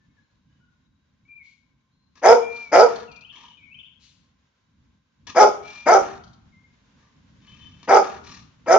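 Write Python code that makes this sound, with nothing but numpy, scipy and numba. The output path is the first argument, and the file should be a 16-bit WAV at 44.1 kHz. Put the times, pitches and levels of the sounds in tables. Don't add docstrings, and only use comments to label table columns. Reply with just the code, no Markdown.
import sys
import numpy as np
from scipy import signal
from scipy.fft import rfft, irfft, next_fast_len
from scipy.io import wavfile
from scipy.ndimage import uniform_filter1d
from numba import njit

SR = 44100
rng = np.random.default_rng(int(sys.argv[2]) if len(sys.argv) > 2 else 0)


def makeup_ratio(level_db):
    decades = np.asarray(level_db, float) / 20
    return 10 ** decades


def transcribe(signal):
    frames = np.atleast_2d(signal).T
    limited = np.clip(frames, -1, 1)
    pcm = np.round(limited * 32767).astype(np.int16)
    wavfile.write(sys.argv[1], SR, pcm)


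N = 387198


def rms_one(x):
    return x / np.sqrt(np.mean(x ** 2) + 1e-20)


def even(x):
    return x / np.sqrt(uniform_filter1d(x ** 2, size=1300) + 1e-12)


def band(x, low_hz, high_hz):
    return signal.sosfilt(signal.butter(3, [low_hz, high_hz], "band", fs=SR, output="sos"), x)


def drift(hz):
    r = np.exp(-2 * np.pi * hz / SR)
    return rms_one(signal.lfilter([1], [1, -2 * r, r * r], rng.standard_normal(N + SR))[SR:])


def in_time(tables):
    t = np.arange(N) / SR
    s, *columns = np.concatenate(tables).T
    edge_s = .004
    gate = 0
    for rows in tables:
        since_start, until_end = t - rows[0][0], rows[-1][0] + edge_s - t
        gate = gate + np.clip(np.minimum(since_start, until_end) / edge_s, 0, 1)
    return [gate] + [np.interp(t, s, c) for c in columns]


def at_hz(points, hz):
    table_hz, value = np.transpose(points)
    return np.interp(np.log(hz + 1), np.log(table_hz), value)


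def swell(s, attack_s, hold_s, length_s, start_db, end_db):
    return s + np.array([0, attack_s, hold_s, length_s]), np.array([start_db, 0, 0, end_db])


@njit
def ring(x, cosine, r):
    y = np.zeros(len(x))
    for i in range(2, len(x)):
        y[i] = (1 - r * r) / 2 * (x[i] - x[i - 2]) + 2 * r * cosine[i] * y[i - 1] - r * r * y[i - 2]
    return y


def resonance(x, hz, width_hz):
    return ring(x + 1e-18, np.cos(2 * np.pi * hz / SR) * np.ones(N), np.exp(-np.pi * width_hz / SR))


def tract(x, modes):
    return sum((-1) ** k * makeup_ratio(db) * resonance(x, hz, width) for k, (hz, width, db) in enumerate(modes))


# start_s, length_s, effort_db, top_pitch_hz, climb_s
BARK_EVENTS = [
    (2.22, .165, -3, 471.4, .085),
    (2.713, .168, -4, 480.1, .12),
    (5.346, .145, -2, 425, .075),
    (5.856, .16, -5, 402.3, .075),
    (7.875, .155, -5, 415.9, .045),
    (8.659, .16, -5.5, 418.7, .1),
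]
# opening_s, open_mouth_hz, end_mouth_hz, extra_tongue_db
JAW_MOVES = [
    (.042, 700, 800, -6.5),
    (.034, 690, 960, 0),
    (0.048, 740, 520, 0),
    (0.027, 725, 620, 1),
    (0.037, 760, 520, 1.5),
    (0.056, 680, 740, 0.5),
]
# share_of_opening, level_db under full effort
VOICE_ONSET = [(0, -41), (.42, -8.5), (1.001, 0.5)]
# share_of_length, tongue_db, lips_db, rasp_db, lowest_partial_db
JAW_COLOUR = [(0, -6.5, -9, -16, -11.5), (0.299, -13.5, -14.5, -20.5, -13), (.55, -7, -22, -20.5, -12),
              (1, -15, -31.5, -28, -2.5)]


def bark_shapes():
    release_s, release_db = .055, -16
    start_pitch_hz, sag_hz_per_s = 268.94, 250
    jaw_open_share = 0.87
    onset_share, onset_db = np.transpose(VOICE_ONSET)
    colour_share, *colours = np.transpose(JAW_COLOUR)
    tables = []
    for bark, jaw in zip(BARK_EVENTS, JAW_MOVES):
        s, length, db, top_hz, climb_s = bark
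        open_s, open_hz, shut_hz, tongue_db = jaw
        t = np.linspace(0, length, 40)
        effort = db + np.interp(t / open_s, onset_share, onset_db)
        effort = effort + np.interp(t, [length - release_s, length], [0, release_db])
        pitch = np.interp(t, [0, climb_s], [start_pitch_hz, top_hz])
        pitch = pitch - sag_hz_per_s * np.maximum(t - climb_s, 0)
        mouth = np.interp(t / length, [jaw_open_share, 1], [open_hz, shut_hz])
        colour = np.transpose([np.interp(t / length, colour_share, c) for c in colours])
        tables.append(np.c_[s + t, effort, pitch, mouth, colour + [tongue_db, 0, 0, 0]])
    return tables


# centre_hz, width_hz, level_db
CHEST_MODE = (498, 52.4, 2.2)
# centre_hz, width_hz, level_db
TONGUE_MODE = (1290, 85, 3)
# centre_hz, width_hz, level_db
LIP_MODES = [(1620, 330, 7.5), (2296, 320, -0.5)]
# centre_hz, width_hz, level_db
RASP_BANDS = [(5100, 260, 5), (5530, 280, -3.5), (6100, 410, 1), (7340, 950, -11.5)]
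# centre_hz, width_hz, level_db
SIZZLE_BANDS = [(3300, 1000, -15), (9300, 1600, -10)]


def barks():
    gate, effort_db, pitch_hz, mouth_hz, tongue_db, lips_db, rasp_db, lowest_db = in_time(bark_shapes())
    cycles = np.cumsum(pitch_hz * (1 + .065 * drift(130))) / SR
    strong_weak_db = 5 * np.cos(np.pi * np.floor(cycles)) * (drift(15) > -.6)
    closures = np.diff(np.floor(cycles), prepend=0) > 0
    pulses = closures * makeup_ratio(2.5 * drift(200) + strong_weak_db)
    air = rng.standard_normal(N) * (.4 + np.sin(np.pi * cycles) ** 2)
    source = rms_one(pulses) + .4 * air

    mouth_width_hz = 220
    mouth = resonance(resonance(source, mouth_hz, 3 * mouth_width_hz), mouth_hz, mouth_width_hz)
    low = even(band(tract(source, [CHEST_MODE]) - mouth, 265, 1500))
    lowest = even(resonance(resonance(source, pitch_hz, 170), pitch_hz, 140))
    tongue = even(tract(resonance(source, TONGUE_MODE[0], 420), [TONGUE_MODE]))
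    lips = even(band(tract(source + .4 * air, LIP_MODES), 1500, 2600))

    rasp = 0
    for hz, width, db in RASP_BANDS:
        flare = makeup_ratio(db + 4 * drift(30))
        rasp = rasp + flare * resonance(air, hz * (1 + .03 * drift(12)), width)
    rasp = rms_one(band(rasp, 4600, 7000))
    sizzle = 0
    for hz, width, db in SIZZLE_BANDS:
        sizzle = sizzle + makeup_ratio(db) * rms_one(resonance(resonance(air, hz, width), hz, width))
    rasp = rasp + makeup_ratio(0.55 * (effort_db + 7)) * sizzle

    voice = low + makeup_ratio(lowest_db) * lowest + makeup_ratio(tongue_db - 1) * tongue + makeup_ratio(lips_db + 0.5) * lips
    return gate * makeup_ratio(effort_db - 7.0) * (voice + makeup_ratio(rasp_db) * rasp)


def bursts(events, modes, fade_s, gain_db):
    hits = np.zeros(N)
    hits[[round(s * SR) for s, db in events]] = makeup_ratio(np.array(events)[:, 1] + gain_db)
    fade, rise = np.exp(-1 / (fade_s * SR)), np.exp(-1 / (0.0048 * SR))
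    dying = signal.lfilter([1], [1, -fade], hits)
    shape = signal.lfilter([1 - rise], [1, -rise], dying)
    return tract(shape * rng.standard_normal(N), modes)


# start_s, peak_db
POP_EVENTS = [
    (2.216, -39.5),
    (2.715, -31),
    (5.267, -56.5),
    (5.346, -31.5),
    (5.857, -29.5),
    (7.874, -28),
    (8.659, -37.5),
]
# centre_hz, width_hz, level_db
POP_MODES = [(300, 83, 3), (970, 320, 1.5), (1386.5, 470, -6), (2200, 890, -10.5)]


def lip_pops():
    pops = bursts(POP_EVENTS, POP_MODES, fade_s=0.024, gain_db=17.5)
    return signal.sosfilt(signal.butter(4, 2600, fs=SR, output="sos"), pops)


# start_s, length_s, hiss_db, throat_db, palate_db
PANT_EVENTS = [
    (2.489, 0.22, -62.5, -58, 3.5),
    (3.314, .22, -67, -58.5, 12),
    (5.621, 0.26, -58.5, -56, 7),
    (6.979, 0.16, -82, -67, 0.5),
    (7.4, 0.43, -72, -63, 11.5),
    (7.785, 0.092, -61, -53.5, 8),
    (8.231, 0.2, -56, -51, 4.5),
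]
# start_s, length_s, hiss_db, throat_db, palate_db
GASP_EVENTS = [
    (2.153, .062, -66, -58, 3.5),
    (5.267, 0.06, -50.5, -43.5, 7),
]
# start_s, hiss_db
SIGH_EVENTS = [
    (2.884, -57),
    (6.021, -57),
    (8.029, -54.5),
]


def breath_shapes():
    tables = []
    for rows, attack, hold, end_db in [(PANT_EVENTS, 0.2, 0.59, -12), (GASP_EVENTS, 0.041, 0.65, -13)]:
        for s, length, hiss_db, throat_db, palate_db in rows:
            t, db = swell(s, attack * length, hold * length, length, -9.5, end_db)
            tables.append(np.c_[t, hiss_db + db, throat_db + db, palate_db + 0 * t])
    sigh_s, sigh_throat_db, sigh_fall_db, sigh_palate_db = .16, 15.5, -10.5, 7
    for s, db in SIGH_EVENTS:
        start = (s, db, db + sigh_throat_db, sigh_palate_db)
        end = (s + sigh_s, db + sigh_fall_db, db + sigh_throat_db + sigh_fall_db, sigh_palate_db)
        tables.append(np.array([start, end]))
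    return sorted(tables, key=lambda rows: rows[0, 0])


# centre_hz, width_hz, level_db
HISS_MODES = [(4160, 100, 1.5), (5360, 120, -7.5), (5600, 1600, -1.5), (4500, 4100, -5.5)]
# centre_hz, width_hz, level_db
THROAT_MODES = [(236.2, 110, -8.5), (991.7, 91, -6.5), (1196, 33, 1), (1660, 50, -4), (1840, 150, -9.5)]
# centre_hz, width_hz, level_db
PALATE_MODES = [(2300, 450, 1.5), (2900, 930, 0), (3540, 380, 3)]


def breaths():
    gate, hiss_db, throat_db, palate_db = in_time(breath_shapes())
    flap = np.sin(2 * np.pi * np.cumsum(40 * (1 + 0.051 * drift(25))) / SR)
    air = rng.standard_normal(N) * (1 + .4 * flap)
    hiss = resonance(tract(air, HISS_MODES), 5300, 3000) * 5.0
    hiss = hiss + makeup_ratio(palate_db) * tract(air, PALATE_MODES) * 1.1
    throat = tract(air, THROAT_MODES) * 17.0
    return gate * (makeup_ratio(hiss_db + 8.0) * hiss + makeup_ratio(throat_db - 4.5) * throat)


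# start_s, length_s, level_db
SNORT_EVENTS = [
    (1.425, 0.26, -65.5),
    (3.996, .31, -57.5),
]
# centre_hz, width_hz, level_db
NOSE_MODES = [(2890, 1000, -1.5), (4200, 660, 4), (5780, 3900, -5.5)]


def snorts():
    tables = []
    for s, length, db in SNORT_EVENTS:
        t, gain_db = swell(s, .035, .07, length, -11, -25)
        tables.append(np.c_[t, db + gain_db])
    gate, level_db = in_time(tables)
    return gate * makeup_ratio(level_db - 1.5) * rms_one(tract(rng.standard_normal(N), NOSE_MODES))


def grunt():
    start_s, length_s, grunt_db, hz, width_hz = 3.345, 0.17, -56.5, 965, 100
    gate, level_db = in_time([np.transpose(swell(start_s, .03, .11, length_s, -16, -20))])
    air = resonance(resonance(rng.standard_normal(N), hz, width_hz), hz, 2 * width_hz)
    return gate * makeup_ratio(grunt_db + level_db + 5.4 * drift(24)) * rms_one(air)


def whistle(tables, wobble, flicker_db):
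    gate, hz, level_db = in_time(tables)
    phase = 2 * np.pi * np.cumsum(hz * (1 + wobble * drift(40))) / SR
    return gate * np.sqrt(2) * makeup_ratio(level_db + flicker_db * drift(30)) * np.sin(phase)


def notes(rows):
    share, gain_db = np.array([0, .3, 1]), np.array([-5, 0, -11])
    return [np.c_[s + share * length, hz + share * (to_hz - hz), db + gain_db]
            for s, length, hz, to_hz, db in rows]


# start_s, scoop_from_hz, to_hz, creeping_to_hz, level_db
WHINE_EVENTS = [
    (2.41, 2330, 2372, 2376, -42.5),
    (5.625, 2260, 2335, 2400, -47.5),
]


def whines():
    whine_s, scoop_s, droop_s, droop_hz, edge_db = .3, 0.027, 0.086, 157, -12
    tables = []
    for s, from_hz, hz, held_hz, db in WHINE_EVENTS:
        t, gain_db = swell(s, scoop_s, whine_s - droop_s, whine_s, edge_db, edge_db)
        tables.append(np.c_[t, [from_hz, hz, held_hz, held_hz - droop_hz], db + gain_db])
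    return whistle(tables, wobble=0.003, flicker_db=1.5)


# start_s, length_s, from_hz, to_hz, level_db
WHEEZE_EVENTS = [
    (7.42, 0.058, 3046, 3040, -67.5),
    (7.47, .105, 3017, 3090, -56),
    (7.605, .095, 3070, 3058, -53),
    (7.7, .17, 3100, 3045, -66),
]


def wheeze():
    squeak = whistle(notes(WHEEZE_EVENTS), wobble=.003, flicker_db=4.0)
    for ratio in [.857, 1.138]:
        neighbour = [rows * [1, ratio, 1] for rows in notes(WHEEZE_EVENTS)]
        squeak = squeak + makeup_ratio(-12) * whistle(neighbour, wobble=0.0047, flicker_db=4.5)
    return squeak


# start_s, peak_db
CLAW_EVENTS = [(2.5593, -38), (2.6048, -47), (2.6409, -47.5), (2.9562, -31), (2.9766, -45), (2.9984, -38),
               (3.113, -41.5), (3.1567, -42.5), (3.2064, -44), (6.2349, -42), (6.2744, -46.5),
               (6.3291, -46.5), (8.4333, -53)]
# centre_hz, width_hz, level_db
CLAW_MODES = [(3100, 240, -5), (4340, 610, -2), (6000, 400, 0.5), (6100, 460, -1)]


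def claws():
    return bursts(CLAW_EVENTS, CLAW_MODES, fade_s=.006, gain_db=9)


# start_s, length_s, from_hz, to_hz, level_db
BIRD_NOTES = [(0, .08, 1740, 1760, -67), (.09, .07, 2180, 2200, -76), (.165, .09, 1750, 1640, -68.5),
              (.49, .1, 1635, 1620, -74), (.6, .14, 1484, 1430, -65), (1.25, .03, 2220, 2340, -61),
              (1.28, .095, 2337, 2380, -51.5), (1.375, .085, 2323, 2054, -49),
              (3.448, 0.026, 2900, 3200, -49), (3.478, .025, 2900, 3300, -54),
              (3.505, .03, 3300, 3920, -57), (6.52, .16, 2120, 2108, -56.5)]
# start_s, dip_pitch_hz, last_pitch_hz, level_db
BIRD_PHRASES = [
    (3.075, 2447, 2600, -50),
    (3.571, 2253, 2164, -51.5),
]
# from_hz, to_hz, level_db
PHRASE_CHIPS = [
    (2900, 3170, 11),
    (2950, 3550, 6.5),
]
# start_s, length_s, from_hz, to_hz, level_db
FAINT_NOTES = [
    (.2, .1, 4150, 4130, -83),
    (.33, .05, 4180, 4200, -85),
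    (.48, .12, 2960, 2940, -78),
    (.83, .05, 3850, 3850, -78),
    (1.92, .22, 4170, 4150, -77.5),
]


def birds():
    slide_s, slide_db = np.array([0, .04, .12, .162]), np.array([-2.5, -0.5, -10, 12.5])
    chip_s, chip_length_s = [.17, .214], .017
    tables = notes(BIRD_NOTES)
    for s, dip_hz, last_hz, db in BIRD_PHRASES:
        slide_hz = [1.14 * dip_hz, dip_hz, dip_hz, 2680]
        tables.append(np.c_[s + slide_s, slide_hz, db + slide_db])
        for after, (hz, to_hz, more_db) in zip(chip_s, PHRASE_CHIPS):
            tables += notes([(s + after, chip_length_s, hz, to_hz, db + more_db)])
        drop_s = s + chip_s[-1] + chip_length_s
        tables += notes([(drop_s, .03, PHRASE_CHIPS[-1][1], last_hz, db + 3)])
    tables = sorted(tables, key=lambda rows: rows[0, 0])
    nearer = whistle(tables, wobble=0.012, flicker_db=3.0)
    return (nearer + whistle(notes(FAINT_NOTES), wobble=.006, flicker_db=4.5)) * makeup_ratio(-9.5)


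def diffuse(delay, t60_s):
    tail = 0
    for k, lag in enumerate(rng.uniform(0.04, .06, 10)):
        loop = makeup_ratio(-60 * lag / t60_s) * delay(lag)
        tail = tail + (-1) ** k * loop / (1 - loop)
    for lag in rng.uniform(.001, 0.0077, 3):
        tail = tail * (delay(lag) - .6) / (1 - 0.28 * delay(lag))
    return tail


# delay_s, left_db, right_db
NEAR_ECHOES = [
    (.0045, -18.5, -9),
    (.011, -18, -3),
    (.019, -18, -11.5),
    (.028, -13.5, -5.5),
]
# pitch_hz, t60_s
YARD_DECAY = [(200, 1), (340, 0.47), (470, 0.44), (620, 0.19), (1000, 0.39), (1290, 0.32), (1600, 0.057),
              (2800, 0.55), (5000, 0.3), (9000, 0.45)]
# pitch_hz, t60_s
STREET_DECAY = [(300, 0.2), (1200, 0.82), (2800, 0.59), (6000, 0.13)]
# pitch_hz, left_minus_right_db
BODY_SHADOW = [(60, 3), (500, 1.5), (900, 1), (1400, 4), (2400, 8), (4000, 11.5), (7000, 11)]


def courtyard(near, far, wet_db, street_db, far_direct_db):
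    size = next_fast_len(N + SR)
    hz = np.arange(size // 2 + 1) * SR / size

    def delay(s):
        return np.exp(-2j * np.pi * hz * s)

    ports = []
    for port, sign in enumerate([1, -1]):
        early = delay(5e-5 * (1 - port))
        for row in NEAR_ECHOES:
            early = early + makeup_ratio(row[1 + port]) * delay(row[0] * (1 + .04 * sign))
        yard = diffuse(delay, at_hz(YARD_DECAY, hz))
        street = diffuse(delay, at_hz(STREET_DECAY, hz))
        heard = rfft(near, size) * (early + makeup_ratio(wet_db) * yard + makeup_ratio(street_db) * street)
        heard = heard + rfft(far, size) * (makeup_ratio(far_direct_db) * early + yard + makeup_ratio(-9.5) * street)
        shadow = makeup_ratio(sign * at_hz(BODY_SHADOW, hz) / 2)
        ports.append(irfft(shadow * heard, size)[:N])
    return np.array(ports)


# pitch_hz, likeness_0_to_1
PORT_LIKENESS = [(30, .35), (60, 0.97), (130, 1), (400, 0.31), (1500, 0.12), (6000, .1)]


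def far_noise(spectrum):
    hz = np.arange(N // 2 + 1) * SR / N
    mid, side = rfft(rng.standard_normal((2, N)))
    alike = np.clip(at_hz(PORT_LIKENESS, hz), 0, 1)
    pair = np.sqrt(1 + alike) * mid + np.sqrt(1 - alike) * side * np.array([[1], [-1]])
    return rms_one(irfft(pair * makeup_ratio(at_hz(spectrum, hz)), N))


# time_s, level_db
WIND_GUSTS = [(0, -69.5), (1.4, -70.5), (1.8, -71.5), (3.8, -72.5), (4.2, -68), (4.6, -77), (4.9, -64.5),
              (5.15, -72.5), (5.28, -55.5), (5.36, -69), (6.7, -66), (7.4, -59.5), (7.78, -56),
              (8.05, -67.5), (8.3, -58.5), (8.5, -66.5), (8.78, -62)]
# pitch_hz, level_db per Hz
WIND_SPECTRUM = [(12, -57.5), (20, -23.5), (41, -13), (65, -4.5), (151, -5.5), (206, -7), (264, -9),
                 (308, -15.5), (450, -39.5), (580, -67.5), (990, -120)]


def wind():
    stir_db, stir_rise_s, stir_fall_s = 14.5, .06, 0.49
    since = np.maximum(np.arange(N) / SR - np.array(BARK_EVENTS)[:, :1], 0)
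    stir = np.sum((1 - np.exp(-since / stir_rise_s)) * np.exp(-since / stir_fall_s), axis=0)
    level_db = in_time([WIND_GUSTS])[1] + stir_db * stir
    return makeup_ratio(level_db + 3 + 2.5 * drift(6)) * far_noise(WIND_SPECTRUM)


# time_s, level_db
TOWN_LEVEL = [(0, -77.5), (1.9, -81), (3.7, -75), (5.0, -77.5), (6.7, -71), (7.4, -69), (8.78, -68)]
# pitch_hz, level_db per Hz
TOWN_SPECTRUM = [(210, -30), (350, -8), (518, -5.5), (737, -12), (1050, -2.5), (1210, -9.5), (1590, -4.5),
                 (1740, -9.5), (2160, -8.5), (2540, -10.5), (3710, -10.5), (4160, -13.5), (7160, -17),
                 (9310, -39.5), (15800, -120)]
# centre_hz, width_hz, level_db
MACHINE_TONES = [(1040, 40, -87), (1560, 50, -90), (3860, 30, -91)]


def town():
    hum = makeup_ratio(in_time([TOWN_LEVEL])[1] + 3 + 1.2 * drift(8)) * far_noise(TOWN_SPECTRUM)
    for hz, width, db in MACHINE_TONES:
        hum = hum + makeup_ratio(db + drift(5.5)) * rms_one(resonance(rng.standard_normal(N), hz, width))
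    return hum


def scene():
    dog = barks() + lip_pops() + breaths() + snorts() + grunt() + whines() + wheeze() + claws()
    yard = courtyard(dog, birds(), wet_db=-15.5, street_db=-25.5, far_direct_db=4.5)
    return yard + wind() + town()


def band_limit(x):
    return signal.sosfilt(signal.butter(12, 20000, fs=SR, output="sos"), x)


# pitch_hz, level_db
TREBLE_FALL = [(6900, 0), (7500, -10.5), (8300, -20.5), (9000, -18.5), (9800, -23.5), (10500, -36.5),
               (20000, -62.5)]


def record(dry):
    size = next_fast_len(N + SR // 10)
    response = makeup_ratio(at_hz(TREBLE_FALL, np.arange(size // 2 + 1) * SR / size))
    heard = irfft(rfft(dry, size) * response, size)[:, :N]
    knee = .85
    bent = np.sign(heard) * (knee + (1 - knee) * np.tanh((np.abs(heard) - knee) / (1 - knee)))
    mix = np.where(np.abs(heard) > knee, bent, heard)
    return band_limit(mix)


dry = scene()
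out = record(dry)
transcribe(out)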